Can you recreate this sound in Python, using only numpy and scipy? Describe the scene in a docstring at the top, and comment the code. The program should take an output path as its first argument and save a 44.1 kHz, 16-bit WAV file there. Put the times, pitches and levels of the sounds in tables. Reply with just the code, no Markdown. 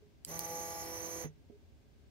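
"""A stepper motor on a wooden bench in a quiet room, close to a stereo pair of microphones.
The bench hums faintly; at 0.25 s a small switch clicks down and the rotor shudders into motion.
The switch clicks up at 0.39 s. For one second the steps hum, the coil cycle adds a buzz, and the
driver's chopped current hisses and rings the steel housing. At 1.23 s the rotor halts with a shudder
that jolts the bench; a soft bump and a short low hum follow at 1.5 s, then only room tone."""
import sys
import numpy as np
from scipy import signal
from scipy.fft import rfft, irfft
from scipy.io import wavfile
from scipy.ndimage import uniform_filter1d

SR = 44100
rng = np.random.default_rng(int(sys.argv[2]) if len(sys.argv) > 2 else 0)


def to_wav(s):
    """Save 16-bit WAV."""
    ch = np.atleast_2d(s).T  # columns
    pcm = np.round(np.clip(ch, -1, 1) * 32767)  # PCM
    wavfile.write(sys.argv[1], SR, pcm.astype(np.int16))


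N = 92610
T = np.arange(N) / SR
HZ = np.fft.rfftfreq(N, 1 / SR)

# At the microphones, balance_db is left over right and lead_rad is the left one's phase lead.
ROOM_SPECTRUM = [(12, -56), (20, -24), (32, -15.5), (72, 0.5), (129, -9), (157, -11), (185, -16),
                 (219, -11.5), (266, -15), (324, -16), (382, -18), (416, -13.5), (452, -24), (565, -22.5),
                 (631, -24.5), (1010, -33), (1230, -34.5), (1450, -36), (1600, -29.5), (1780, -37),
                 (2030, -33), (5850, -39), (11400, -50), (15600, -44.5), (16100, -76)]  # room tone: freq_hz, relative_db
ROOM_LIKENESS = [(60, -0.26), (180, 0.22), (550, 0.38), (1650, -0.18), (4970, 0.094), (15000, -0.094)]  # how alike the two microphones hear it: freq_hz, likeness
ROOM_BALANCE = [(60, 1), (240, -3.5), (950, 2.5), (3770, -0.5), (15000, 0.5)]  # the side it leans to: freq_hz, balance_db

RUMBLE_SPECTRUM = [(30, -97), (60, -82.5), (105, -73), (140, -86), (300, -85.5), (550, -86.5), (720, -85),
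                   (1000, -93.5), (1700, -97.5), (1970, -86.5), (2200, -96.5), (3500, -102), (6000, -120)]  # the motor through the bench: freq_hz, density_db
BENCH_MODES = [(246, 1.5, 0.066), (301, 4.5, 0.031), (410, -2, 0.083), (568, -17, 0.18), (706, -12, 0.054)]  # modes of the wooden top: pitch_hz, gain_db, t60_s
BUMPS = [(1.241, -53), (1.257, -50.5), (1.4979, -52)]  # soft blows on the bench: start_s, level_db
# short hums of the bench top: start_s, rise_s, hold_s, t60_s, pitch_hz, level_db, lead_rad
BENCH_HUMS = [(0.021, 0.0059, 0.0097, 0.24, 416, -60.5, 0.0078),
              (1.239, 0.0096, 0.007, 0.2, 435, -54.5, 0.19), (1.52, 0.0074, 0.038, 0.036, 414, -59, 0.57)]
# the rotor starting and stopping: start_s, rise_s, hold_s, t60_s, pitch_hz, level_db, lead_rad
SHUDDERS = [(.265, 0.016, .09, 0.289, 165.7, -54.5, 1.2), (1.236, 0.018, 0.0052, 0.21, 152.8, -41.5, 1.55)]

CLICKS = [(.2488, -30, -4.5, .0002), (0.3925, -23.5, 1, 0.000067)]  # switch down, then up: start_s, level_db, balance_db, right_delay_s
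CLICK_COLOURS = [
    [(590, -60), (1200, -22), (3080, -11.5), (3580, -18), (5000, -2), (5760, -15), (6400, -12), (8260, 0.5),
     (9490, -13.5), (11000, -5.5), (11700, -18.5), (12700, -11.5), (13900, -18), (14800, -32), (16000, -22)],
    [(1180, -53.5), (2000, -25), (3120, -15.5), (4690, -1.5), (7250, -8), (9170, 1), (11200, 1), (13400, 0),
     (14900, 2.5), (16400, -7)],
]  # one spectrum a click: freq_hz, relative_db

MOTOR_LIKENESS = [(60, 0.08), (130, 0.65), (500, 1), (1400, 0.11), (3000, 0), (6000, 0.39), (9000, 1),
                  (15000, 0.2)]  # how alike the microphones hear rumble and hiss: freq_hz, likeness
MOTOR_BALANCE = [(60, -2), (99, 2.5), (160, -10), (270, -0.5), (450, -7), (740, -4), (1220, 0.5),
                 (2010, -2.5), (3330, -4.5), (5500, -6.5), (9080, -1.5), (15000, 2)]  # the side rumble, hiss and buzz lean to: freq_hz, balance_db
MOTOR_LEAD = [(0, -7), (690, 8.5), (2670, 3.5), (4050, 18.5), (6630, 15.5), (12300, 14), (15300, 13.5),
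              (16500, 30)]  # phase of rumble and hiss across the pair: freq_hz, lead_rad
HISS_SPECTRUM = [(1500, -115), (3000, -103), (3700, -103), (4400, -93.5), (5000, -98), (7000, -99),
                 (7700, -104), (9000, -95.5), (10200, -90), (11200, -86), (12400, -90.5), (14300, -93),
                 (15700, -93.5), (16100, -122)]  # the chopped current: freq_hz, density_db

HOUSING_HZ = [5371, 5674, 8155, 11535, 12767]  # modes of the steel housing: pitch_hz
HOUSING_MODES = [(36, -62.5, -7, 2.12), (10.01, -62.5, -5.5, 2.53), (27.96, -61, -1.5, 2.4),
                 (28, -61, 4.5, 1.9), (40, -66, -2.5, 0.79)]  # for each: width_hz, level_db, balance_db, lead_rad
HOUSING_SWELLS = [(0.81, 0.16, 5.5), (.85, .17, 6.5), (0.79, 0.06, -3), (0.61, .3, 7.5), (0.51, .25, 5)]  # each swells or dips once as the shaft turns: peak_s, length_s, gain_db
SINGING_HZ = [6092, 6576]  # two more modes that swell and fade repeatedly: pitch_hz
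SINGING_MODES = [(20, 3, -10.5, 2.44), (23, 3, -9.5, 1.9)]  # for each: width_hz, gain_db, balance_db, lead_rad
SINGING_LEVELS = [
    [(0.3, -57.5), (0.36, -51.5), (0.384, -63.5), (0.406, -49.5), (0.43, -57), (0.452, -46), (0.478, -65),
     (0.492, -52), (0.546, -60), (0.562, -49.5), (0.624, -52), (0.652, -58), (0.72, -57.5), (0.768, -73),
     (0.812, -55.5), (0.842, -68), (0.952, -52.5), (1.022, -53), (1.058, -50.5), (1.096, -58),
     (1.132, -48.5), (1.162, -59), (1.22, -51)],
    [(0.3, -64.5), (0.524, -64), (0.55, -58.5), (0.67, -55.5), (0.686, -57), (0.77, -59.5), (0.804, -53),
     (0.908, -69.5), (1.012, -77), (1.03, -55), (1.08, -61), (1.22, -55.5)],
]  # one curve for each, before its gain: time_s, level_db

STEP_RATE = [(.262, 68.7), (.285, 117), (.32, 166.3)]  # full steps as the motor speeds up: time_s, rate_hz
BUZZ_LINES = [(6, -73.5), (7, -78.5), (9, -67.0), (10, -67.5), (11, -74.0), (13, -68), (14, -70.5),
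              (15, -71.5), (17, -66), (18, -66.5), (19, -71), (21, -71), (22, -70.0), (23, -74.5),
              (25, -79), (26, -78.5), (27, -74.5), (29, -76), (30, -78), (31, -87), (32, -82), (33, -75.5),
              (34, -76.5), (35, -82.5), (36, -70.5), (37, -81.5), (38, -94), (39, -80), (40, -72.5),
              (41, -81.5), (42, -74), (43, -82), (44, -73.5), (45, -80), (46, -82), (47, -78.5), (48, -70),
              (49, -74.5), (50, -81.5), (52, -90.5), (53, -85), (54, -78), (55, -69.5), (56, -77.5),
              (57, -74), (58, -79.5), (60, -88.0), (61, -87), (63, -83.5), (64, -77.5), (65, -79),
              (66, -88), (68, -87.5), (69, -90), (70, -94), (73, -77.5), (74, -82), (76, -86.5),
              (77, -80.5), (81, -86), (85, -96), (88, -82), (89, -89), (92, -87.5), (93, -88.5),
              (96, -85.5), (97, -84), (98, -87), (99, -87), (100, -82), (101, -75), (107, -75.5),
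              (111, -86.5), (119, -87.5), (121, -87.0)]  # coil-cycle harmonics that stand out: multiple, level_db
HUM_HARMONICS = [(1, -64.5, -65.5, 5.5, 1), (2, -60, -55.5, -6, 1), (4, -57, -62.5, 0, 0.012),
                 (6, -63.5, -60.5, -2.5, -1.65), (7, -61.5, -63.5, 12.5, -2.1)]  # quieter step harmonics: multiple, early_db, late_db, balance_db, lead_rad
LOUD_HARMONICS = [(3, -1.5, -0.3), (5, 1.5, 0.086)]  # the two loudest step harmonics: multiple, balance_db, lead_rad
THIRD_LEVEL = [(0.31, -55.5), (0.344, -56.5), (0.43, -61), (0.494, -49.5), (0.57, -48), (0.642, -53.5),
               (0.748, -53), (0.784, -57.5), (0.9, -52), (1.23, -49.5)]  # third step harmonic: time_s, level_db
FIFTH_LEVEL = [(0.31, -58), (0.34, -56.5), (0.534, -47), (0.672, -50), (0.786, -49), (1.044, -62.5),
               (1.218, -72), (1.23, -61)]  # fifth step harmonic: time_s, level_db

DRIVE_ON_S, START_S, STOP_S = 0.24, 0.26, 1.228  # current comes on, vibration begins, both start to fade
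STEPS_PER_CYCLE, FLUTTER_HZ = 4, 22.9


def amp(db):
    """Decibels to gain."""
    return 10 ** (np.asarray(db) / 20)


def unit_rms(x):
    """Scales to rms 1."""
    return x / np.sqrt(np.mean(x ** 2) + 1e-30)


def over_hz(points, hz=HZ):
    """Interpolates a table on a log-frequency axis."""
    freq_hz, value = np.transpose(points)
    return np.interp(np.log(hz + 1), np.log(freq_hz + 1), value)


def over_time(points):
    """Interpolates a table at every sample."""
    return np.interp(T, *np.transpose(points))


def gate(start_s, stop_s, rise_s, fall_s):
    """Rises, holds, and dies away."""
    return np.clip((T - start_s) / rise_s, 0, 1) * np.clip(1 - (T - stop_s) / fall_s, 0, 1) ** 2


def drift(rate_hz):
    """A slow random wander of rms 1."""
    return unit_rms(irfft(rfft(rng.standard_normal(N)) / (1 + (HZ / rate_hz) ** 4), N))


def mic_pair(balance_db, lead_rad=0):
    """Complex gains of the left and right microphone."""
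    side = np.array([[.5], [-.5]])
    return amp(side * balance_db) * np.exp(1j * side * lead_rad)


def stereo_noise(spectrum, likeness, balance_db, lead_rad=0):
    """Coloured noise, partly shared by the two microphones."""
    left, apart = rfft(rng.standard_normal((2, N)))
    shared = np.clip(over_hz(likeness), 0, 1)
    right = shared * left + np.sqrt(1 - shared ** 2) * apart
    placed = np.array([left, right]) * mic_pair(balance_db, lead_rad)
    return irfft(placed * amp(over_hz(spectrum)), N) * np.sqrt(SR / 2)


def room_tone(level_db=-64):
    """Low room rumble and faint microphone hiss."""
    air = stereo_noise(ROOM_SPECTRUM, ROOM_LIKENESS, over_hz(ROOM_BALANCE))
    return amp(level_db) * air / np.std(air.mean(0))


def bench_rumble(rise_s=0.036, halt_s=1.252, jolt_s=0.032, jolt_db=6, t60_s=0.16):
    """The bench rumbles under the motor, shakes harder at the abrupt halt, then settles."""
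    shake_db = jolt_db * np.exp(-((T - halt_s) / jolt_s) ** 2)
    decay_db = 60 * np.maximum(T - halt_s, 0) / t60_s
    envelope = np.clip((T - START_S) / rise_s, 0, 1) * amp(shake_db - decay_db)
    rumble = stereo_noise(RUMBLE_SPECTRUM, MOTOR_LIKENESS, over_hz(MOTOR_BALANCE), over_hz(MOTOR_LEAD))
    return rumble * envelope


def bench_bump(start_s, level_db, rise_s=0.0028):
    """A soft blow rings the bench top, mostly in the right microphone."""
    age = np.maximum(T - start_s, 0)
    attack = np.sin(np.pi / 2 * np.clip(age / rise_s, 0, 1)) ** 2
    wood = sum(amp(level_db + gain_db - 60 * age / t60_s) * np.sin(2 * np.pi * pitch_hz * age)
               for pitch_hz, gain_db, t60_s in BENCH_MODES)
    return attack * wood * mic_pair(balance_db=-16).real


def low_resonance(start_s, rise_s, hold_s, t60_s, pitch_hz, level_db, lead_rad):
    """A resonance of rotor or bench builds up, holds and dies, a little to the right."""
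    age = T - start_s
    decay_db = 60 * np.maximum(age - rise_s - hold_s, 0) / t60_s
    envelope = np.clip(age / rise_s, 0, 1) * amp(level_db - decay_db)
    tone = mic_pair(balance_db=-3.5, lead_rad=lead_rad) * np.exp(2j * np.pi * pitch_hz * age)
    return np.sqrt(2) * envelope * tone.imag


def switch_click(start_s, level_db, balance_db, right_delay_s, colour):
    """The switch spring snaps: a millisecond of bright rattle and a faint tail."""
    hold_s, decay_s, tail_s, tail_db, low_cut_hz = 0.0006, 0.00061, 0.02, -23.5, 1484
    age = T - start_s - np.array([[0], [right_delay_s]])
    fading = np.maximum(age - hold_s, 0)
    envelope = (age > 0) * (np.exp(-fading / decay_s) + amp(tail_db) * np.exp(-fading / tail_s))
    rattle = rfft(envelope * rng.choice([-1., 1.], (2, N)))
    whitened = rattle / np.sqrt(uniform_filter1d(abs(rattle) ** 2, size=2000))
    low_cut = HZ ** 2 / (HZ ** 2 + low_cut_hz ** 2)
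    snap = irfft(whitened * amp(over_hz(colour)) * low_cut, N)
    snap /= np.sqrt((snap ** 2).sum(1, keepdims=True) / (hold_s * SR))  # energy of rms 1 over hold_s
    return snap * amp(level_db) * mic_pair(balance_db).real


def chopper_hiss(steps, surge_depth=0.62, sag_db_per_s=0.5):
    """The driver's chopped current hisses, surging twice in every step and slowly sagging."""
    surge = unit_rms(np.exp(surge_depth * np.cos(4 * np.pi * steps)))
    sag = amp(-sag_db_per_s * (T - (DRIVE_ON_S + STOP_S) / 2))
    hiss = stereo_noise(HISS_SPECTRUM, MOTOR_LIKENESS, over_hz(MOTOR_BALANCE), over_hz(MOTOR_LEAD))
    return hiss * surge * sag


def steel_mode(pitch_hz, width_hz, level_db, balance_db, lead_rad, steadiness):
    """One steel mode kept ringing by noise; steadiness (0-1) evens out its random swells."""
    resonance = 1 + 2j * (HZ - pitch_hz) / width_hz
    ring = np.fft.ifft(rfft(rng.standard_normal(N)) / resonance, N)
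    power = uniform_filter1d(abs(ring) ** 2, size=1200) + 1e-20
    ring /= power ** (steadiness / 2)
    return (mic_pair(balance_db, lead_rad) * ring).real / np.std(ring.real) * amp(level_db)


def housing_whine(current, treble_hz=8000):
    """The thin metallic whine of the motor's body; its highest modes die with the drive current."""
    whine = np.zeros((2, N))
    for pitch_hz, mode, (peak_s, length_s, gain_db) in zip(HOUSING_HZ, HOUSING_MODES, HOUSING_SWELLS):
        swell = amp(gain_db * np.exp(-((T - peak_s) / length_s) ** 2))
        drive = current if pitch_hz > treble_hz else 1
        whine += steel_mode(pitch_hz, *mode, steadiness=0.26) * swell * drive
    for pitch_hz, mode, levels in zip(SINGING_HZ, SINGING_MODES, SINGING_LEVELS):
        width_hz, gain_db, balance_db, lead_rad = mode
        level_db = gain_db + over_time(levels)
        whine += steel_mode(pitch_hz, width_hz, level_db, balance_db, lead_rad, steadiness=0.75)
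    return whine * gate(start_s=0.272, stop_s=1.2083, rise_s=0.019, fall_s=0.11)


def coil_buzz(steps, floor_db=-94.5, spread_rad_per_khz=1, max_lead_rad=2.16):
    """Unequal steps repeat with every coil cycle and fill in lines between the step harmonics."""
    cycle_hz = over_time(STEP_RATE).max() / STEPS_PER_CYCLE
    hum_multiples = [row[0] * STEPS_PER_CYCLE for row in HUM_HARMONICS + LOUD_HARMONICS]
    buzz = np.zeros((2, N))
    for multiple in range(2, 118):
        scatter_db, side_db, spread = rng.standard_normal(3) * (0.5, 2.5, spread_rad_per_khz)
        if multiple in hum_multiples:
            continue
        pitch_hz = multiple * cycle_hz
        lead_rad = np.clip(spread * pitch_hz / 1000, -max_lead_rad, max_lead_rad)
        mics = mic_pair(over_hz(MOTOR_BALANCE, pitch_hz) + side_db, lead_rad)
        mics /= abs(mics.mean())  # placement leaves the mono level alone
        level_db = dict(BUZZ_LINES).get(multiple, floor_db + scatter_db)
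        tone = np.exp(2j * np.pi * (multiple * steps / STEPS_PER_CYCLE + rng.random()))
        buzz += amp(level_db) * (mics * tone).real
    return np.sqrt(2) * buzz


def step_hum(steps, change_s=0.832, crossfade_s=0.048, flutter_db=-73):
    """Harmonics of the step rate, each fluttering a little; the colour changes as the shaft turns."""
    late = np.clip((T - change_s) / crossfade_s + .5, 0, 1)
    harmonics = [(multiple, early_db + (late_db - early_db) * late, place)
                 for multiple, early_db, late_db, *place in HUM_HARMONICS]
    harmonics += [(multiple, over_time(levels), place)
                  for (multiple, *place), levels in zip(LOUD_HARMONICS, [THIRD_LEVEL, FIFTH_LEVEL])]
    hum = np.zeros((2, N))
    for multiple, level_db, place in harmonics:
        tone = np.exp(2j * np.pi * (multiple * steps + rng.random()))
        envelope = amp(level_db) + amp(flutter_db) * drift(FLUTTER_HZ)
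        hum += (mic_pair(*place) * tone).real * envelope
    return np.sqrt(2) * hum


def stepper_motor(jitter_steps=0.0034):
    """Hum, buzz and hiss follow one count of steps, over the rumbling bench and ringing housing."""
    steps = np.cumsum(over_time(STEP_RATE)) / SR + jitter_steps * drift(FLUTTER_HZ)
    current = gate(DRIVE_ON_S, STOP_S, rise_s=0.059, fall_s=0.068)
    vibration = gate(START_S, STOP_S, rise_s=0.066, fall_s=0.068)
    tones = (step_hum(steps) + coil_buzz(steps)) * vibration
    return tones + bench_rumble() + housing_whine(current) + chopper_hiss(steps) * current


def scene():
    """Motor, switch and bench in the room, as they reach the microphones."""
    motor = stepper_motor()
    switch = sum(switch_click(*row, colour) for row, colour in zip(CLICKS, CLICK_COLOURS))
    resonances = sum(low_resonance(*row) for row in SHUDDERS + BENCH_HUMS)
    bumps = sum(bench_bump(*row) for row in BUMPS)
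    return room_tone() + bumps + resonances + switch + motor


def record(dry):
    """The recorder's band ends at 16.5 kHz."""
    low_pass = signal.firwin(511, 16500, window=("kaiser", 9), fs=SR)
    return signal.oaconvolve(dry, low_pass[None], "same")


dry = scene()
out = record(dry)
to_wav(out)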